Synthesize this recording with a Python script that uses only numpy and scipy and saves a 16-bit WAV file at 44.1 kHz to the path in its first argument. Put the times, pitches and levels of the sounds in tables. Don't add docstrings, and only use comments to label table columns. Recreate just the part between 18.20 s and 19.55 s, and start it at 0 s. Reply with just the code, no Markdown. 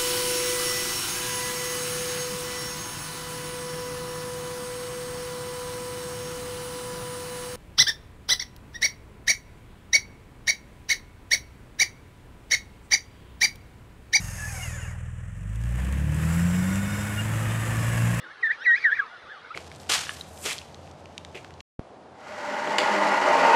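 import sys
import numpy as np
from scipy import signal
from scipy.fft import rfft, irfft
from scipy.io import wavfile
from scipy.ndimage import uniform_filter1d

SR = 44100
rng = np.random.default_rng(int(sys.argv[2]) if len(sys.argv) > 2 else 0)


def dump_mix(stems):
    frames = np.atleast_2d(stems).T
    limited = np.clip(frames, -1, 1)
    pcm = np.round(limited * 32767).astype(np.int16)
    wavfile.write(sys.argv[1], SR, pcm)


N = 59535
T = np.arange(N) / SR


def amp(db):
    return 10 ** (np.asarray(db) / 20)


def unit(x):
    return x / np.sqrt(np.mean(x ** 2) + 1e-20)


def colour(curve, hz):
    curve_hz, db = np.transpose(curve)
    return amp(np.interp(np.log(hz + 1), np.log(curve_hz), db))


def hiss(curve):
    spectrum = rfft(rng.standard_normal(N), 2 * N)
    return unit(irfft(spectrum * colour(curve, np.fft.rfftfreq(2 * N, 1 / SR)))[:N])


def flutter(rate_hz=159.4):
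    hz = np.fft.rfftfreq(N, 1 / SR)
    return unit(irfft(rfft(rng.standard_normal(N)) / (1 + (hz / rate_hz) ** 2) ** 2, N))


# frequency in Hz, relative level in dB.
COLONY_EQ = [(25, -25), (60, -16), (125, -8.5), (200, -11.5), (320, -11), (470, -3.5), (570, -7),
             (660, -9.5), (800, -5), (950, -8), (1250, -1), (1700, -2.5), (2050, -8), (2700, -14.5),
             (3600, -12), (5000, -22), (6300, -28.5), (7300, -36), (10000, -38), (11800, -49)]

def colony():
    hz = np.fft.rfftfreq(1024, 1 / SR)
    real, imag, patches = rng.standard_normal((3, N // 256 + 5, len(hz)))
    patches = uniform_filter1d(patches, size=10, axis=0)
    patch_db = 3 * unit(uniform_filter1d(patches, size=4, axis=1))
    frames = (real + 1j * imag) * colour(COLONY_EQ, hz) * amp(patch_db)
    _, wash = signal.istft(frames.T, nperseg=1024, noverlap=768)
    return amp(-48) * unit(wash[:N])


EASY_HZ, STRAINED_HZ = 2040, 2130
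OVERTONE_FLUTTER_DB, FADE_S = 1.5, 0.012

def whistle(times, hz, db, octave_db, overtones_db, jitter=0.0034, shimmer_db=0.34):
    pitch = uniform_filter1d(np.interp(T, times, hz), size=180)
    strain = np.clip((pitch - EASY_HZ) / (STRAINED_HZ - EASY_HZ), 0, 1)
    pitch *= 1 + (jitter + 0.012 * strain) * flutter()
    phase = 2 * np.pi * (np.cumsum(pitch) / SR + rng.random())
    overtones = sum(amp(level + OVERTONE_FLUTTER_DB * flutter()) * np.sin(k * phase)
                    for k, level in enumerate(overtones_db, 3))
    octave = amp(np.interp(T, times, octave_db) + OVERTONE_FLUTTER_DB * flutter()) * np.sin(2 * phase)
    tone = amp(np.interp(T, times, db)) * (np.sin(phase) + overtones) + octave
    gate = np.clip(np.minimum(T - times[0], times[-1] - T) / FADE_S + 1, 0, 1)
    shimmer = amp((shimmer_db + 2.5 * strain) * flutter())
    return np.sqrt(2) * gate * tone * shimmer


# time in seconds, pitch in Hz, level in dB.
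FAR_CALLS = [
    [(.028, 1900, -57), (.040, 1718, -43.5), (.058, 1446, -46), (.076, 1442, -50), (.098, 1530, -51.5),
     (.116, 1750, -42), (.138, 1980, -71)],
    [(.845, 1320, -46), (.860, 1301, -43.5), (.885, 1120, -54)],
    [(.825, 1620, -68), (.870, 1750, -48), (.915, 2090, -60)],
    [(.900, 1400, -55), (.945, 1480, -46), (.985, 1320, -55)],
    [(1.030, 1500, -48.5), (1.065, 1139, -50), (1.095, 1533, -48), (1.120, 1735, -42), (1.150, 1377, -49),
     (1.175, 1176, -48), (1.210, 1070, -65)],
    [(1.190, 1970, -72), (1.220, 1690, -51), (1.260, 1350, -80)],
    [(1.301, 1200, -57), (1.307, 1240, -38), (1.321, 1390, -37.5), (1.334, 1510, -70)],
]

def far_chicks():
    return sum(whistle(times, hz, db, octave_db=db - 17.5, overtones_db=[-34],
                       jitter=0.0048, shimmer_db=1.5)
               for times, hz, db in map(np.transpose, FAR_CALLS))


# time in seconds, pitch in Hz, level in dB, level of its octave in dB.
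UPPER_NOTES = [
    [(.220, 2500, -50, -62.5), (.226, 2310, -39, -66.5), (.230, 1944, -30, -47.5), (.236, 1923, -18, -50.5),
     (.246, 1819, -21, -50.5), (.264, 1780, -23.5, -50.5), (.283, 1767, -31, -54.5), (.298, 1720, -27, -57),
     (.308, 1852, -19, -49), (.317, 1944, -22, -51), (.323, 2294, -46, -59), (.331, 2392, -43.5, -66.5),
     (.345, 2276, -46, -69)],
    [(.442, 2680, -52, -74), (.452, 2460, -38, -68), (.461, 2080, -24, -45.5), (.469, 1966, -17.5, -38),
     (.482, 1930, -15.5, -44), (.503, 1898, -16, -51.5), (.522, 1860, -16.5, -51), (.541, 1892, -16.5, -47),
     (.557, 1990, -23, -40), (.566, 2340, -31, -52.5), (.578, 2510, -40, -54.5), (.590, 2533, -50.5, -57)],
    [(.593, 2480, -45, -54), (.607, 2200, -45, -51), (.616, 2230, -41, -52), (.627, 2390, -33, -48.5),
     (.639, 2270, -34, -54.5), (.646, 2018, -22, -45.5), (.653, 1900, -14, -46), (.663, 1842, -16, -55.5),
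     (.686, 1652, -24, -58), (.703, 1541, -27, -55), (.714, 1579, -36.5, -50), (.723, 1680, -21.5, -44),
     (.732, 1714, -17, -53.5), (.739, 2030, -38, -57.5), (.749, 2270, -34, -60), (.756, 2350, -45, -68)],
    [(.768, 2500, -45.5, -70), (.782, 2180, -41, -71), (.7905, 1778, -26.5, -53.5),
     (.795, 1644, -21.5, -50.5), (.803, 1646, -17, -51), (.810, 1464, -35.5, -55),
     (.826, 1290, -31.5, -60.5), (.842, 1193, -48, -62), (.855, 1000, -50.5, -69)],
    [(1.338, 2718, -68, -83), (1.345, 2289, -38.5, -80), (1.352, 1930, -22, -56)],
]

def upper_voice():
    return sum(whistle(*np.transpose(note), overtones_db=[-48, -59.5, -67.5]) for note in UPPER_NOTES)


# frequency in Hz, relative level in dB.
AIR_EQ = [(2500, -19.5), (3600, 9), (5500, -6), (7000, -15), (9500, -8.5), (11500, -18)]

def beak_air(voice):
    envelope = uniform_filter1d(abs(voice), size=400)
    return amp(-47) * envelope * hiss(AIR_EQ)


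# time in seconds, pitch in Hz, level in dB, level of its octave in dB.
LOWER_NOTES = [
    [(.258, 2023, -52.5, -55.5), (.270, 1923, -23, -54), (.284, 1654, -36.5, -68), (.296, 1478, -34, -67.5),
     (.308, 1484, -45.5, -71), (.322, 1704, -27, -49.5), (.338, 1770, -39, -71), (.368, 1860, -55, -72.5)],
    [(.380, 1370, -52.5, -69), (.400, 1442, -45, -61), (.412, 1500, -37, -55), (.431, 1698, -41.5, -52.5),
     (.443, 1882, -46.5, -58.5), (.450, 1937, -39, -51.5), (.458, 1848, -25, -58), (.474, 1610, -35, -67.5),
     (.502, 1548, -32.5, -57.5), (.516, 1587, -34.5, -51), (.525, 1753, -28, -56.5),
     (.534, 1789, -29, -59.5), (.549, 1706, -39, -65.5), (.564, 1550, -42, -61), (.582, 1736, -36, -54),
     (.596, 1880, -46.5, -68.5)],
    [(.604, 1907, -48, -63), (.633, 1992, -40.5, -58.5), (.647, 1767, -32.5, -61), (.660, 1581, -31, -60),
     (.680, 1496, -31.5, -57.5), (.700, 1417, -32.5, -55), (.708, 1636, -35.5, -52), (.718, 1860, -30, -57),
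     (.730, 1863, -30.5, -61.5), (.742, 1744, -30, -54), (.755, 1973, -48, -66), (.768, 1886, -29, -56),
     (.778, 1505, -31.5, -60), (.788, 1208, -52, -57), (.815, 1134, -40, -55.5), (.838, 1135, -44, -57),
     (.850, 934, -53, -66.5)],
]

def lower_voice():
    return sum(whistle(*np.transpose(note), overtones_db=[-44.5], jitter=0.0121, shimmer_db=2.5)
               for note in LOWER_NOTES)


# centre in seconds, length in seconds, peak level in dB.
RASP_PUFFS = [(.262, 0.039, -48.5), (0.333, .05, -47.5), (.455, 0.038, -47.5), (.575, 0.072, -43.5),
              (.630, 0.062, -43.5), (.720, 0.046, -55.5), (.772, 0.12, -47.5)]
# frequency in Hz, relative level in dB.
RASP_EQ = [(1200, -22.5), (2200, 19), (2800, -5.5), (3600, 1.5), (4600, -3), (6300, -9), (7300, -22),
           (11000, -29), (14000, -46)]

def rasp():
    swells = sum(amp(db) * np.exp(-(2 * (T - centre) / length) ** 2) for centre, length, db in RASP_PUFFS)
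    return swells * hiss(RASP_EQ)


# time in seconds, pitch in Hz, level in dB.
LEAD_IN_GLIDE = [(0.363, 1470, -64.5), (.395, 1661, -51.5), (0.416, 1810, -46.5), (0.442, 1910, -42),
                 (0.453, 2000, -54)]

def reedy_lead_in():
    times, hz, db = np.transpose(LEAD_IN_GLIDE)
    return whistle(times, hz, db, octave_db=db - 8.5, overtones_db=[-13.5])


def scatter(x, predelay_s=0.006, t60_s=0.14, echoes_per_s=2000):
    echoes = rng.standard_normal(N) * (rng.random(N) < echoes_per_s / SR)
    echoes *= (T > predelay_s) * 1000 ** (-T / t60_s)
    return signal.fftconvolve(x, echoes / np.linalg.norm(echoes))[:N]


def scene():
    voice = upper_voice() + lower_voice() + reedy_lead_in()
    far = far_chicks()
    near = voice + rasp() + beak_air(voice)
    reflections = amp(-25) * scatter(near) + amp(-12) * scatter(far)
    return (near + far + reflections + colony())[None]


def record(dry):
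    lowpass = signal.firwin(511, cutoff=11850, window=("kaiser", 9), fs=SR)
    return signal.oaconvolve(dry, lowpass[None], "same")


dry = scene()
out = record(dry)
dump_mix(out)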